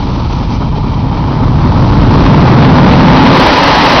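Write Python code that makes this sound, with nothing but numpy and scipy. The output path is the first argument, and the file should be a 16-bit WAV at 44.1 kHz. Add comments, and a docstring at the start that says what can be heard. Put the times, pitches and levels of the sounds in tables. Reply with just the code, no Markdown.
"""On an open apron, a parked jet fighter runs its engines up, heard from behind.
Large eddies in the exhaust make a low roar that swells and climbs in pitch over a buffeting rumble.
It gives way to the bright, tearing rush and hiss of finer turbulence, with a hollow tailpipe howl
and a faint turbine whine. A small microphone overloads more and more, squaring off the waves."""
import sys
import numpy as np
from scipy import signal
from scipy.fft import rfft, irfft
from scipy.io import wavfile
from scipy.ndimage import uniform_filter1d

SR = 44100
rng = np.random.default_rng(int(sys.argv[2]) if len(sys.argv) > 2 else 0)


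def digitize_waveform(pressure):
    """Quantize a signal to 16-bit integers and store it at the path in sys.argv[1].

    Rows of a 2-D input are taken as channels; values are limited to [-1, 1].
    """
    field = np.atleast_2d(pressure).T
    bounded = np.clip(field, -1, 1)
    quanta = np.round(bounded * 32767).astype(np.int16)
    wavfile.write(sys.argv[1], SR, quanta)


N = 176400
TREBLE_HZ, BAND_LIMIT_HZ = 1480, 6150


def amp(db):
    """Amplitude ratio: tenfold for every 20 dB."""
    return 10 ** (np.asarray(db) / 20)


def unit(x):
    """Normalisation to an rms of 1."""
    return x / np.sqrt(np.mean(x ** 2) + 1e-20)


def running_rms(x, samples):
    """Envelope detection: the root of the smoothed power."""
    power = uniform_filter1d(uniform_filter1d(x ** 2, samples), samples // 2)
    return np.sqrt(abs(power) + 1e-12)


def curve(rows, t, column=1):
    """Linear interpolation of one column of a time table."""
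    rows = np.array(rows)
    return np.interp(t, rows[:, 0], rows[:, column])


def response(rows, hz):
    """Magnitude response: gain from decibels interpolated over log frequency."""
    f, db = np.transpose(rows)
    return amp(np.interp(np.log(hz + 1), np.log(f + 1), db))


def noise(gain):
    """Spectral shaping: white noise weighted bin by bin, then scaled to rms 1."""
    return unit(irfft(rfft(rng.standard_normal(N)) * gain, N))


def flutter(hz, slow_hz, fast_hz, depth_db):
    """Amplitude modulation by turbulence: a random gain varying mostly between two rates."""
    band = hz / (hz ** 2 + slow_hz ** 2) / np.sqrt(1 + (hz / fast_hz) ** 4)
    return amp(depth_db * noise(band))


def resonances(hz, peaks):
    """Random excitation of resonances: noise confined to narrow bands."""
    return noise(sum(amp(db) / (1 + (2 * (hz - f) / width) ** 4) for f, width, db in peaks))


def turbine_whine(t, hz):
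    """Narrow-band noise has pitch: the turbines sound as two faint whines."""
    # whine bands (frequency [Hz], width [Hz], relative level [dB])
    bands = [(2340, 270, -6.5), (3124, 130, -6)]
    # whine envelope (time [s], level [dB])
    envelope = [(0, -48), (.45, -46.5), (.62, -41.5), (1.1, -42), (4, -34.5)]
    return resonances(hz, bands) * amp(curve(envelope, t))


def tailpipe_howl(t, hz):
    """Pipe resonance: turbulence rings the tailpipes, and a lower howl joins at high power."""
    # upper and lower resonances (frequency [Hz], width [Hz], relative level [dB])
    upper_modes = [(852, 110, 0), (971, 150, -2)]
    lower_modes = [(555, 127, 0)]
    # their envelopes (time [s], level [dB])
    upper_envelope = [(0, -29), (.7, -27.5), (1.3, -23.5), (1.799, -18), (2.3, -12), (3.101, -4), (3.6, -8),
                      (4, -11.5)]
    lower_envelope = [(0, -43.5), (1.5, -36.5), (2.5, -20), (3.3, -10.5), (4, -12)]
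    upper = resonances(hz, upper_modes) * amp(curve(upper_envelope, t))
    lower = resonances(hz, lower_modes) * amp(curve(lower_envelope, t))
    return upper + lower


def nozzle_hiss(t, hz):
    """Small eddies radiate high frequencies: hiss at the nozzles, with brief flurries at low power."""
    # hiss and flurry spectra (frequency [Hz], relative spectral density [dB])
    hiss_spectrum = [(500, 3), (1200, 1.5), (1900, 6.5), (2400, -1), (3100, -2.5), (3500, -9), (4200, -6),
                     (5000, -5), (6000, -8.5), (8000, -12)]
    flurry_spectrum = [(500, -8.5), (1300, 12.5), (1700, -10), (2400, 7), (3500, -14.5), (4400, -3),
                       (6000, 3), (8000, -5)]
    # hiss envelope (time [s], level [dB])
    envelope = [(0, -39.5), (.7, -45.5), (1.2, -33), (1.8, -30.5), (2.05, -26), (2.25, -17.5), (2.6, -18.5),
                (3.1, -14), (3.5, -6.5), (4, -6)]
    # Gaussian flurries (time [s], length [s], peak level [dB])
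    flurries = [(0.11, 0.16, -35), (0.213, 0.047, -47.5), (0.339, 0.1, -30.5), (0.542, .08, -28.5)]
    hiss = noise(response(hiss_spectrum, hz)) * amp(curve(envelope, t))
    swells = sum(amp(db) * np.exp(-2 * ((t - at) / length) ** 2) for at, length, db in flurries)
    hiss += noise(response(flurry_spectrum, hz)) * swells
    return hiss * flutter(hz, slow_hz=14, fast_hz=120, depth_db=.54)


def buffeting_rumble(t, hz):
    """Slow pressure fluctuations: the air behind the aircraft is buffeted into a deep rumble."""
    # rumble spectrum (frequency [Hz], relative spectral density [dB])
    spectrum = [(10, -16.5), (25, -6), (45, 0), (68, -2.5), (95, -5), (160, -19.5), (400, -46.5)]
    # rumble envelope (time [s], level [dB])
    envelope = [(0, -11.5), (1.3, -13), (1.8, -4), (2.2, -2), (2.6, -8), (3.1, -1), (3.4, -10.5),
                (3.7, -15.5), (4, -16)]
    return noise(response(spectrum, hz)) * amp(curve(envelope, t))


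def jet_rush(t, hz):
    """Turbulent mixing noise: a mid-range rush whose low part thins at high power."""
    # rush spectrum (frequency [Hz], relative spectral density [dB])
    spectrum = [(100, -14.5), (200, -2.5), (265, 8), (320, 1), (390, -3), (560, -6), (740, -6.5),
                (840, -4.5), (980, -4.5), (1120, -6.5), (1300, -9.5), (1600, -23), (2500, -49)]
    # rush envelope (time [s], level [dB])
    envelope = [(0, -21.5), (.75, -22), (1.3, -16.5), (1.7, -11), (2.2, -5), (2.7, -3), (3.1, -2),
                (3.35, 3), (3.6, -1), (4, 2)]
    # boost or cut of the low part (time [s], gain [dB])
    low_shelf = [(0, 2), (1.5, 3), (2.6, 3), (3.2, 4), (3.6, -9.5), (4, -13)]
    shelf_hz = 417
    rush = noise(response(spectrum, hz))
    low_part = irfft(rfft(rush) / (1 + (hz / shelf_hz) ** 4), N)
    rush += low_part * (amp(curve(low_shelf, t)) - 1)
    return rush * amp(curve(envelope, t)) * flutter(hz, slow_hz=24, fast_hz=70, depth_db=1.22)


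def exhaust_roar(t):
    """Large eddies radiate low frequencies: a hump of noise that climbs as the engines spool up."""
    # course of the roar (time [s], level [dB], centre frequency [Hz])
    run_up = [(0, -17, 135), (.6, -15, 129.6), (1.3, -11, 119), (1.5, -5, 115.6), (1.8, -4.5, 114.7),
              (2.2, 1.5, 122.4), (2.6, 3.5, 148.4), (3.05, 4.5, 160.6), (3.3, 1.5, 181),
              (3.55, -16.5, 168.6), (4, -8.5, 155)]
    frame, hop, width_octaves = 4096, 1024, 1.04
    hz = np.fft.rfftfreq(frame, 1 / SR)
    frame_times = np.arange(N // hop + 5) * hop / SR
    centre_hz = curve(run_up, frame_times, column=2)[:, None]
    octaves = np.log2((hz + 1) / centre_hz)
    hump = 1 / (1 + (octaves / width_octaves) ** 2) ** 2 / np.sqrt(centre_hz)
    spectra = hump * np.exp(2j * np.pi * rng.random(hump.shape))
    roar = signal.istft(spectra.T, nperseg=frame, noverlap=frame - hop)[1][:N]
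    return unit(roar) * amp(curve(run_up, t))


def scene():
    """Superposition at the microphone; the same gusts modulate the rush, howl and hiss."""
    # gusts, evening out at high power (time [s], rms depth [dB])
    gust_depth = [(0, 1.26), (2, 1.35), (3.1, 1.15), (3.5, 1), (4, 0)]
    t, hz = np.arange(N) / SR, np.fft.rfftfreq(N, 1 / SR)
    gusts = flutter(hz, slow_hz=6, fast_hz=45.5, depth_db=curve(gust_depth, t))
    howl = tailpipe_howl(t, hz)
    whine = turbine_whine(t, hz)
    deep = exhaust_roar(t) + buffeting_rumble(t, hz)
    bright = howl + jet_rush(t, hz) + nozzle_hiss(t, hz)
    return (whine + gusts * bright + deep)[None]


def overload(x):
    """Compression and saturation: a quick gain control runs out of reach, and the waves flatten."""
    aim_db, reach_db, share_removed = -12, 6, .6
    ceiling, skew, knee = .71, .51, 9
    swing_db = 20 * np.log10(running_rms(x, samples=1000)) - aim_db
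    x = x * amp(-share_removed * np.clip(swing_db, -reach_db, reach_db))
    x = x + skew * x ** 2 / (1 + (x / ceiling) ** 4)  # asymmetry adds even harmonics
    return x / (1 + abs(x / ceiling) ** knee) ** (1 / knee)


def grit(x, hz):
    """Equal-power mixing: part of the treble blurs into noise that follows its envelope."""
    share = .33
    high_pass = 1 - 1 / (1 + (hz / TREBLE_HZ) ** 6)
    treble = irfft(rfft(x) * high_pass, N)
    blur = noise(high_pass / np.sqrt(hz + TREBLE_HZ) / (1 + (hz / BAND_LIMIT_HZ) ** 20))
    blur *= running_rms(treble, samples=600)
    return x + (np.sqrt(1 - share ** 2) - 1) * treble + share * blur


def sizzle(x, hz):
    """Envelope following: a thin, very high band of noise rises and falls with the treble."""
    centre_hz, width_hz, gain_db = 15370, 140, -42.5
    treble = irfft(rfft(x) * (hz > TREBLE_HZ), N)
    band = np.exp(-((hz - centre_hz) / width_hz) ** 2 / 2)
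    return noise(band) * running_rms(treble, samples=600) * amp(gain_db)


def record(dry):
    """Nonlinear distortion: the microphone overloads, and a steep band limit rings and overshoots."""
    # microphone colour after the overload (frequency [Hz], gain [dB])
    colour = [(5, -28), (20, -2.5), (50, -1), (150, 2), (400, -1), (900, 1.33), (2000, 1.5), (4000, 5.5),
              (5000, 1.5), (5700, -3), (6300, -9.5)]
    hz = np.fft.rfftfreq(N, 1 / SR)
    x = grit(overload(dry[0]), hz)
    x = irfft(rfft(x) * response(colour, hz), N)
    x = signal.sosfilt(signal.ellip(9, .2, 80, BAND_LIMIT_HZ, fs=SR, output="sos"), x)
    x = np.clip(x, -1, 1) + sizzle(x, hz)  # overshoots crackle at full scale
    low_pass = signal.firwin(511, cutoff=15800, window=("kaiser", 9), fs=SR)
    return signal.oaconvolve(x, low_pass, "same")[None]


dry = scene()
out = record(dry)
digitize_waveform(out)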